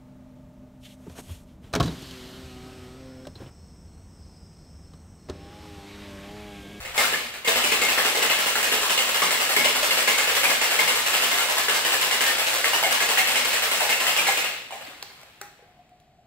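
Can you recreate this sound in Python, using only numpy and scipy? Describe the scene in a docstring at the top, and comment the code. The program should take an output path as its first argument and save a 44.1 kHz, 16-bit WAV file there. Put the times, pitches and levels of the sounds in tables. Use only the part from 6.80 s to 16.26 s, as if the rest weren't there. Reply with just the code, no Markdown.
"""Ice is shaken hard in a hand-held steel shaker in a small hard-walled room.
At each turn of the stroke it slams into one end: a knock and a thump, then a shower of clatter over slush.
Clatter is random strikes that ring decaying wall tones and noise cracks; slush is dense clicks of noise.
The shaking stops, the ice settles, the tin is tapped open, and the air inside hums faintly (narrow
bands of noise) while drips ring in it. A low rumble and soft hiss lie underneath."""
import sys
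import numpy as np
from scipy import signal
from scipy.fft import rfft, irfft, next_fast_len
from scipy.io import wavfile
from scipy.ndimage import uniform_filter1d

SR = 44100
rng = np.random.default_rng(int(sys.argv[2]) if len(sys.argv) > 2 else 0)


def master_out(mix):
    """Clip the mix to full scale and print it as 16-bit PCM to the path in sys.argv[1]."""
    frames = np.transpose(np.atleast_2d(mix))
    ceiling = np.clip(frames, -1, 1)
    pcm = np.round(ceiling * 32767).astype(np.int16)
    wavfile.write(sys.argv[1], SR, pcm)


N = 417269  # length in samples

# the ice lands in one end: t/s, strength/dB, pitch of the knock/Hz
SLAMS = [(0.002, -39, 2110), (0.049, -24, 1895), (0.076, -44, 2090), (0.141, -37, 1960),
         (0.177, -8.5, 2200), (0.202, -32, 513), (0.244, -37, 1390), (0.325, -9, 2140), (0.536, -62, 2640),
         (0.646, -16.5, 2550), (0.674, -6.5, 2700), (0.758, -8, 2940), (0.839, -7.5, 2350),
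         (0.917, -7.5, 2630), (1.015, -5, 2180), (1.086, -12, 2630), (1.175, -5.5, 1800),
         (1.248, -10, 2660), (1.347, -16, 480), (1.421, -8, 1910), (1.498, -7.5, 2900),
         (1.587, -12.5, 1890), (1.66, -10.5, 2750), (1.754, -12.5, 1420), (1.828, -11, 1660),
         (1.917, -6.5, 2880), (2.013, -20, 1540), (2.096, -9, 3090), (2.176, -6.5, 2820),
         (2.273, -31.5, 2860), (2.343, -12.5, 2850), (2.419, -5, 2190), (2.507, -8.5, 2040),
         (2.599, -14, 2660), (2.692, -12.5, 1840), (2.764, -1.5, 2240), (2.844, -3.5, 2810),
         (2.947, -21, 2220), (3.027, -22, 640), (3.108, -7, 2110), (3.171, -9, 2240), (3.275, -2.5, 2197),
         (3.376, -11.5, 1560), (3.473, -10, 2910), (3.551, -9.5, 2020), (3.633, -5.5, 2160),
         (3.693, -11, 2400), (3.813, -7.5, 2120), (3.907, -17, 1610), (3.989, -6, 2180), (4.076, -8, 2090),
         (4.152, -38, 2210), (4.261, -15.5, 2730), (4.332, -9.5, 2910), (4.422, -9, 1710),
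         (4.513, -12, 1700), (4.574, -22, 2250), (4.686, -14.5, 960), (4.768, -12.5, 1000),
         (4.883, -6, 1700), (4.94, -29, 1830), (5.048, -8, 3020), (5.12, -13.5, 2400), (5.211, -9, 2900),
         (5.311, -7, 1960), (5.407, -7.5, 2970), (5.464, -12.5, 2180), (5.582, -11, 2110),
         (5.665, -20, 1590), (5.729, -29, 1420), (5.842, -9, 1800), (5.932, -12, 935), (6.027, -9.5, 795),
         (6.109, -8, 2890), (6.204, -9, 2560), (6.288, -9, 2780), (6.373, -4, 1920), (6.472, -7.5, 2630),
         (6.556, -4.5, 2150), (6.645, -28, 2780), (6.73, -10, 2230), (6.821, -13, 2100), (6.912, -11, 2200),
         (7.003, -13, 820), (7.092, -8.5, 1790), (7.2, -16.5, 2800), (7.267, -8.5, 1860),
         (7.364, -5.5, 2700), (7.468, -5, 2180), (7.573, -7, 2480), (7.642, -10.5, 2710),
         (7.693, -41, 2190), (7.906, -24, 880), (7.923, -20.5, 745), (7.954, -31, 850), (8.009, -27.5, 744),
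         (8.063, -52, 2060)]
# how hard the ice is thrown about: t/s, level/dB
EFFORT = [(0.0, -33.5), (0.13, -39.5), (0.18, -19.5), (0.33, -29.5), (0.47, -25.5), (0.63, -39.5),
          (0.68, -21.5), (0.84, -22.5), (3.9, -21), (7.56, -22), (7.69, -34), (7.88, -34), (7.93, -44.5),
          (8.2, -37), (8.32, -35.5), (9.46, -62.5)]
FULL_DB = -22  # full effort
# colour of ice cracking on steel: f/Hz, relative level/dB
CRACKLE = [(150, -28), (500, 1.5), (2500, 3.5), (4300, 1), (6200, -1), (8000, -1.5), (9400, 0.5),
           (10300, -2.5), (15500, -6.5)]
# how alike left and right are: f/Hz, likeness (0 to 1)
SAME = [(100, .95), (340, .85), (700, .55), (1500, .3), (2200, .2), (5500, .15), (7200, .8), (8500, .9995)]


def gain_of(db):
    """Turn decibels into a plain multiplier."""
    return 10 ** (np.asarray(db) / 20)


def evened(x):
    """Scale a signal to an average (RMS) strength of one."""
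    return x / np.sqrt(np.mean(x ** 2) + 1e-20)


def read(points, hz):
    """Read a table at any frequency, with straight lines between points on a log-frequency scale."""
    f, value = np.transpose(points)
    return np.interp(np.log(hz + 1), np.log(f + 1), value)


def along(rows, column=1):
    """Turn a table over time into one value per sample."""
    rows = np.array(rows)
    return np.interp(np.arange(N) / SR, rows[:, 0], rows[:, column])


def colour(x, points):
    """Filter a sound by a table of f/Hz, level/dB."""
    size = next_fast_len(x.shape[-1])
    gain = gain_of(read(points, np.fft.rfftfreq(size, 1 / SR)))
    return irfft(rfft(x, size) * gain, size)[..., :x.shape[-1]]


def showers(times, db, rise, fall):
    """Each landing swells quickly and dies away (rise, fall in s); overlapping powers add."""
    starts, t = np.zeros(N), np.arange(SR // 2) / SR
    np.add.at(starts, (np.asarray(times) * SR).astype(int), gain_of(db) ** 2)
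    power_shape = (1 - np.exp(-t / rise)) * np.exp(-2 * t / fall)
    return np.sqrt(abs(signal.oaconvolve(starts, power_shape)[:N]))


def background():
    """Still air of the room is a soft hiss; a lumpy low rumble of the building lies under it."""
    # building rumble: t/s, level/dB
    rumble_level = [(0.0, -44.5), (0.68, -68), (0.76, -51), (1.45, -64), (2.0, -55), (2.13, -62),
                    (6.9, -60.5), (8.06, -82), (9.35, -77), (9.46, -84)]
    # colour of the still air: f/Hz, relative level/dB
    air_colour = [(15, -32.5), (25, -10), (144, -5), (537, -18), (722, -2.5), (919, -26), (2420, -25.5),
                  (8350, -36.5), (9810, -58.5), (11500, -37), (15500, -50)]
    air_db = -60.5
    # f/Hz, relative level/dB
    low_colour = [(30, -16), (48, -9), (56, 0), (66, -10), (95, -10), (150, -18), (300, -70)]
    low = rng.standard_normal(N) + .15 * rng.standard_normal((2, N))  # nearly the same on both sides
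    low = evened(colour(low, low_colour))
    near, left, right = rng.standard_normal((3, N))
    still = evened(colour(near + 0.23 * np.array([left, right]), air_colour))
    return gain_of(air_db) * still + low * gain_of(along(rumble_level))


def slush(count=14):
    """Fine fizz of liquid and chips, wandering from spot to spot; harder shaking is brighter."""
    bright_db, bright_share = -3, 0.26  # treble at full effort; dB of change for each dB of effort
    sizes = gain_of(1.7 * np.minimum(rng.exponential(1, N), 4))
    fizz = rng.standard_normal(N) * sizes * (rng.random(N) < 3500 / SR)  # about 3500 clicks a second
    fizz = evened(colour(fizz, CRACKLE))
    dull = signal.lfilter(*signal.butter(2, 4000, fs=SR), fizz)
    effort_db = along(EFFORT)
    treble_gain = gain_of(bright_db + bright_share * (effort_db - FULL_DB))
    fizz = gain_of(effort_db) * (dull + treble_gain * (fizz - dull))
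    # the liquid piles up after each landing
    surge = showers(np.transpose(SLAMS)[0], 0, rise=.012, fall=.055)
    fizz *= np.sqrt(.12 + (surge / surge[SR:7 * SR].mean()) ** 2)
    # move to the next spot every 1500 samples
    return fizz * (np.arange(N) // 1500 % count == np.arange(count)[:, None])


def rings(modes, count, spread_db, detune):
    """Each spot of the wall wakes the ringing tones in other shares and slightly off pitch."""
    hz, db, t60 = np.transpose(modes)[..., None]
    share, shift = rng.standard_normal((2, count, len(modes), 1))
    t = np.arange(2500) / SR
    fading = gain_of(db + spread_db * share - 60 * t / t60) / np.sqrt(t60)
    fading = fading * np.sign(shift)
    out = (fading * np.sin(2 * np.pi * hz * (1 + detune * shift) * t)).sum(1)
    return out / np.linalg.norm(out, axis=1, keepdims=True)  # equal energy at every spot


def snaps(count, t60):
    """Short broad cracks of ice on steel: bursts of coloured noise that die away (t60 in s)."""
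    rise_s = .0012
    t = np.arange(-256, 768) / SR  # silence first leaves room for the filter's smear
    burst = rng.standard_normal((count, 1024)) * gain_of(-60 * t / t60) * np.clip(t / rise_s, 0, 1)
    out = colour(burst, CRACKLE)[:, 240:]
    return out / np.linalg.norm(out, axis=1, keepdims=True)


def knock(hz, cycles, ring_db, t60):
    """Ice meeting the end cap squarely: a few soft-edged cycles, then a faint ring (t60 in s)."""
    u = np.arange(3000) * hz / SR  # time counted in cycles
    blow = np.sin(np.pi * np.minimum(u / cycles, 1)) ** 2
    ring = gain_of(ring_db - 60 * u / hz / t60) * np.minimum(u / cycles, 1)
    return np.sin(2 * np.pi * u) * (blow + ring)


def clatter(per_s, size_db, fall, wall_db, panel_db, crack_db, count=14):
    """Random chips strike random spots, each with thud, ring and crackle; knocks join in. One row a spot."""
    # bending of the whole gripped wall, below 1 kHz: f/Hz, relative level/dB, t60 (time to fall 60 dB)/s
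    wall_modes = [(170.5, 3, 0.17), (248, 2.5, 0.77), (424, 3, 0.17), (480, 11, 0.047), (603.4, 19, 0.1),
                  (735.6, 14, 0.18), (853.6, 20, 0.099)]
    # ringing of the wall's panels, from 1 kHz up: f/Hz, relative level/dB, t60/s
    panel_modes = [(1000, -3, 0.058), (1238, -3, 0.22), (1720, 1, 0.033), (1890, -4, 0.029),
                   (2110, -4, 0.017), (2117, 7, 0.082), (2340, -14.5, 0.084), (2820, 17.5, 0.018),
                   (3090, -8.5, 0.036), (3315, 2, 0.04), (4400, -2, 0.037)]
    clatter_db, follow = -2.5, 0.5  # shower level near the effort; its share of the landing's strength
    usual_db = 13  # strength of a usual landing above the effort
    first_db = 6.5  # the first cube down
    thud_db, thud_db_per_octave = 2, 3  # thud above the clatter; low knocks thud more
    slack_thud = 0.12  # dB of extra thud for each dB under full effort
    arrive_s, crack_arrive_s = 0.0029, 0.0064  # the crackle of breaking ice builds up more slowly
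    knock_db, bounce_db, bounce_s = -4.5, -6.5, 0.055  # the cube knocks again within this time, weaker
    bounce_spread = 0.11  # a bouncing cube turns, so its pitch changes by up to this share
    # the whole load hits the cap; weaker as the cubes chip
    thump_hz, thump_spread, thump_db, thump_db_per_s = 480, 0.17, -13.5, -2
    deep_db = -9  # an octave under the thump

    s, db, hz = np.transpose(SLAMS)
    effort_db = np.interp(s + .02, *np.transpose(EFFORT))
    shower_db = effort_db + clatter_db + follow * (db - effort_db - usual_db)
    thuds_db = shower_db + thud_db + slack_thud * (FULL_DB - effort_db)
    thuds_db = thuds_db + thud_db_per_octave * np.log2(2000 / hz)

    sizes = gain_of(size_db * np.minimum(rng.exponential(1, N), 2))
    strikes = sizes * (rng.random(N) < per_s / SR)
    strikes[(s * SR).astype(int) + 40] = gain_of(first_db)
    # crowded strikes become smaller, sparse ones larger
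    strikes /= np.sqrt(abs(uniform_filter1d(strikes ** 2, 2000)) + 0.00049)
    strikes = strikes * rng.choice([-1, 1], N)
    # each landing batters a few neighbouring spots
    spot = rng.integers(0, 3, N)
    spot = (spot + 3 * np.searchsorted(s, np.arange(N) / SR)) % count

    layers = [(rings(wall_modes, count, spread_db=8.0, detune=.025), thuds_db + wall_db, arrive_s),
              (rings(panel_modes, count, spread_db=9.0, detune=.035), shower_db + panel_db, arrive_s),
              (snaps(count, t60=0.0048), shower_db + crack_db, crack_arrive_s)]
    out = np.zeros((count, N))
    for shapes, level_db, arrive in layers:
        blows = strikes * showers(s, level_db, arrive, fall)
        for k in range(count):
            out[k] += signal.oaconvolve(blows * (spot == k), shapes[k])[:N]

    lateness = rng.uniform(0.13, 1, (len(s), 3))  # three bounces a landing, as shares of bounce_s
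    for k, (at, level_db, f, late) in enumerate(zip(s, db, hz, lateness)):
        row, start = out[k % count], int(at * SR)
        main_gain = gain_of(level_db + knock_db)
        blow = main_gain * knock(f, cycles=4.35, ring_db=-8.0, t60=0.068)
        row[start:][:len(blow)] += blow

        load_hz = thump_hz * (1 + thump_spread * (2 * late[0] - 1))
        thump = knock(load_hz, cycles=3.9, ring_db=-7.0, t60=0.17)
        thump = thump + gain_of(deep_db) * knock(thump_hz / 2, cycles=2.1, ring_db=-9.0, t60=0.19)
        row[start:][:len(thump)] += gain_of(level_db + thump_db + thump_db_per_s * at) * thump

        for share, turn in zip(late, np.roll(late, 1)):
            bounce_hz = f * (1 + bounce_spread * (2 * turn - 1))
            blow = main_gain * knock(bounce_hz, cycles=4.1, ring_db=-10.0, t60=0.032)
            bounce_start = int((at + share * bounce_s) * SR)
            row[bounce_start:][:len(blow)] += gain_of(bounce_db * (0.5 + share)) * blow  # later is weaker
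    return out


def clacks():
    """Single cubes striking the steel: each wakes one wall tone, which holds briefly and dies."""
    # single cubes heard above the shower: t/s, level/dB, f/Hz, length/s
    cubes = [(0.058, -27.5, 2180, 0.0055), (0.184, -22.5, 785, 0.011), (0.2, -28, 556, 0.022),
             (0.209, -16, 1150, 0.0046), (0.242, -18.5, 1370, 0.011), (0.333, -15.5, 2800, .005),
             (0.339, -18, 1726, .012), (0.675, -17, 473, 0.01), (0.681, -8, 3520, 0.0028),
             (0.921, -11, 2620, .005), (1.087, -16, 2580, .008), (1.18, -19, 2030, 0.018),
             (1.352, -22.5, 493, 0.0099), (1.498, -19, 2820, .016), (1.51, -17.5, 2140, 0.011),
             (2.177, -18, 2860, .018), (2.419, -19.5, 1080, .012), (2.428, -19.5, 1230, 0.012),
             (2.766, -17.5, 2200, 0.014), (2.799, -23, 2110, .032), (2.855, -22, 622, 0.017),
             (3.03, -21.5, 610, 0.015), (3.112, -16.5, 2710, 0.012), (3.292, -23.5, 2590, 0.022),
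             (3.636, -19.5, 2150, 0.018), (3.653, -11, 2420, 0.0097), (3.992, -10.5, 2150, 0.0098),
             (4.074, -24.5, 2820, 0.028), (4.262, -25.5, 2750, 0.033), (4.345, -20.5, 2760, .03),
             (4.609, -19, 2870, .02), (5.139, -20.5, 1740, 0.025), (5.464, -22.5, 1828, 0.042),
             (5.844, 1.5, 1980, 0.0015), (5.932, -19.5, 2950, 0.024), (6.037, -17.5, 2150, 0.025),
             (6.043, -19.5, 640, 0.011), (6.394, -16.5, 2200, .012), (7.017, -25.5, 620, 0.046),
             (7.107, -20, 2210, 0.02), (7.125, -15.5, 2775, .02), (7.291, -19, 2500, .01),
             (7.386, -15.5, 2376, 0.019), (7.484, -17, 788, .016), (7.923, -36, 2400, .02),
             (8.05, -34, 4500, .003), (8.068, -38, 2060, 0.01)]
    rise_s, fall_db = 0.0015, -7.5  # the fall reached after one length
    waver_share = .03  # wet ice on the wall makes the pitch waver by this typical share
    out, t = np.zeros(N), np.arange(5000) / SR
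    for s, db, hz, length in cubes:
        blow = np.minimum(t / rise_s, 1) * gain_of(db + fall_db * (t / length) ** 2)
        waver = 1 + waver_share * evened(uniform_filter1d(rng.standard_normal(len(t)), size=200))
        out[int(s * SR):][:len(blow)] += blow * np.sin(2 * np.pi * hz * np.cumsum(waver) / SR)
    return out


def taps():
    """Single clicks on the loosely held tin: knock, crack and a short rough ring."""
    # taps on the resting tin: t/s, level/dB, f/Hz, ring re tap/dB, crackle re tap/dB
    clicks = [(8.077, -40.5, 296, -20, -5), (8.226, -18.5, 4400, -24, 11), (8.3, -45, 1700, -2, 6),
              (8.413, -54, 840, 4, 30), (8.431, -42, 700, -10, 19), (8.613, -28.5, 1760, -3, 21),
              (8.79, -45.5, 503, -4, 3), (8.823, -45, 460, -8, -1), (8.88, -51.5, 2000, -18, 6),
              (9.092, -54, 2480, -21, 13.5), (9.2, -51, 3900, -19, 15)]
    # ringing of the loosely held tin: f/Hz, relative level/dB, t60/s
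    loose_modes = [(405, -8, 0.1), (820, -9.5, 0.31), (1400, -14, 0.11), (1580, -13, .13),
                   (1800, -10, 0.18), (2150, -9, .14)]
    rattle = 0.55  # how much the loose grip roughens a 1 kHz ring; high rings far more
    out, t = np.zeros(N), np.arange(SR // 4) / SR
    ring = 0
    for hz, db, t60 in loose_modes:
        wobble = evened(uniform_filter1d(rng.standard_normal(len(t)), size=45))
        shake = evened(1 + rattle * (hz / 1000) ** 2 * wobble)
        ring = ring + gain_of(db - 60 * t / t60) * shake * np.sin(2 * np.pi * hz * t)
    for (s, db, hz, ring_db, crackle_db), snap in zip(clicks, snaps(len(clicks), t60=0.015)):
        blow = knock(hz, cycles=5.0, ring_db=-28.0, t60=0.042)
        for part in (blow, gain_of(crackle_db) * snap, gain_of(ring_db) * ring):
            out[int(s * SR):][:len(part)] += gain_of(db) * part
    return out


def hum():
    """Sliding ice stirs the air column into narrow bands of noise; each drip rings its main tone."""
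    # air in the opened tin: f/Hz, width/Hz, relative level/dB
    air_column = [(720, 14, 0), (640, 30, -10), (820, 30, -12)]
    # drips into the opened tin: t/s, level/dB
    drip_rows = [(8.88, -54), (8.902, -54), (8.969, -55), (8.989, -44), (9.089, -62), (9.114, -49),
                 (9.384, -50)]
    from_s, rise_s, hum_db, fade_db_per_s = 8.8, 0.12, -63, -24
    drip_rise_s, drip_t60_s = 0.0069, 0.16
    stir, out = rng.standard_normal(N), 0
    for hz, width, db in air_column:
        out = out + gain_of(db) * evened(signal.lfilter(*signal.iirpeak(hz, hz / width, SR), stir))
    since = np.arange(N) / SR - from_s
    level = gain_of(hum_db + fade_db_per_s * np.maximum(since, 0))
    out = evened(out) * np.clip(since / rise_s, 0, 1) * level
    t = np.arange(SR // 3) / SR
    tone = np.minimum(t / drip_rise_s, 1) * np.sin(2 * np.pi * air_column[0][0] * t)
    for s, db in drip_rows:
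        part = out[int(s * SR):][:len(t)]
        part += (gain_of(db - 60 * t / drip_t60_s) * tone)[:len(part)]
    return out


def tails(count):
    """Echoes of the room as fading noise, each band at its own speed; another pair for every row."""
    # how long the room echoes: f/Hz, t60/s
    room_decay = [(200, 1), (530, 0.34), (1400, 0.52), (3700, 0.77), (9700, 0.41)]
    hz, t = np.fft.rfftfreq(256, 1 / SR), np.arange(200) * 128 / SR
    a, b, c, d = rng.standard_normal((count, 4, len(hz), len(t))).transpose(1, 0, 2, 3)
    same = read(SAME, hz)[:, None]
    right = a + 1j * b
    left = same * right + np.sqrt(1 - same ** 2) * (c + 1j * d)
    fading = gain_of(-60 * t / read(room_decay, hz)[:, None]) * (t > .004)
    echoes = signal.istft(np.array([left, right]) * fading, nperseg=256)[1]
    return echoes / np.linalg.norm(echoes[1], axis=1).mean()


def ports(spots, dry_db, wet_db, spread):
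    """Each spot reaches the left channel with its own phase; its own echoes are added on both sides."""
    size = next_fast_len(N + SR)
    # less alike means a wider random turn of phase
    turn = spread * np.sqrt(-2 * np.log(read(SAME, np.fft.rfftfreq(size, 1 / SR))))
    out = 0
    for x, left, right in zip(spots, *tails(len(spots))):
        direct = np.array([np.exp(1j * turn * rng.standard_normal()), np.ones(len(turn))])
        echoes = rfft([left, right], size)
        out = out + rfft(x, size) * (gain_of(dry_db) * direct + gain_of(wet_db) * echoes)
    return irfft(out, size)[:, :N]


def scene():
    """The tin in the room, the hum and the background."""
    tin = clatter(per_s=550, size_db=-0.5, fall=0.02, wall_db=-6.0, panel_db=6.5, crack_db=8.0) + slush()
    heard = ports(tin, dry_db=-5.0, wet_db=-3.5, spread=0.95)
    heard = heard + ports([clacks(), taps()], dry_db=-2.0, wet_db=-6.5, spread=.15)
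    small = signal.butter(2, 150, "high", fs=SR, output="sos")  # so small a tin radiates no deep bass
    return signal.sosfilt(small, heard) + hum() + background()


def record(dry):
    """Shift left against right in phase and level across the spectrum, then cut the highest treble."""
    # how far left lags; in the treble a plain delay, below zero it leads: f/Hz, lag/rad
    left_lag = [(0, 0), (1400, .35), (2000, 0), (2600, -1.4), (4600, -1.3), (5700, -3.4), (7850, 0),
                (15350, 4 * np.pi)]
    # level balance: f/Hz, left minus right/dB
    balance = [(150, 0), (400, 1), (1200, 2.5), (2400, 1.5), (3800, 0), (6000, -3), (7500, 0)]
    edge_hz = 15740
    size = next_fast_len(N)
    hz = np.fft.rfftfreq(size, 1 / SR)
    left, right = rfft(dry, size)
    lag = np.exp(-1j * np.interp(hz, *np.transpose(left_lag)))
    tilt = gain_of(read(balance, hz) / 2)  # half on each side
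    pair = irfft([left * lag * tilt, right / tilt], size)[:, :N]
    low_pass = signal.firwin(1023, edge_hz, window=("kaiser", 9), fs=SR)
    return signal.oaconvolve(pair, low_pass[None], "same")


dry = scene()
out = record(dry)
master_out(out)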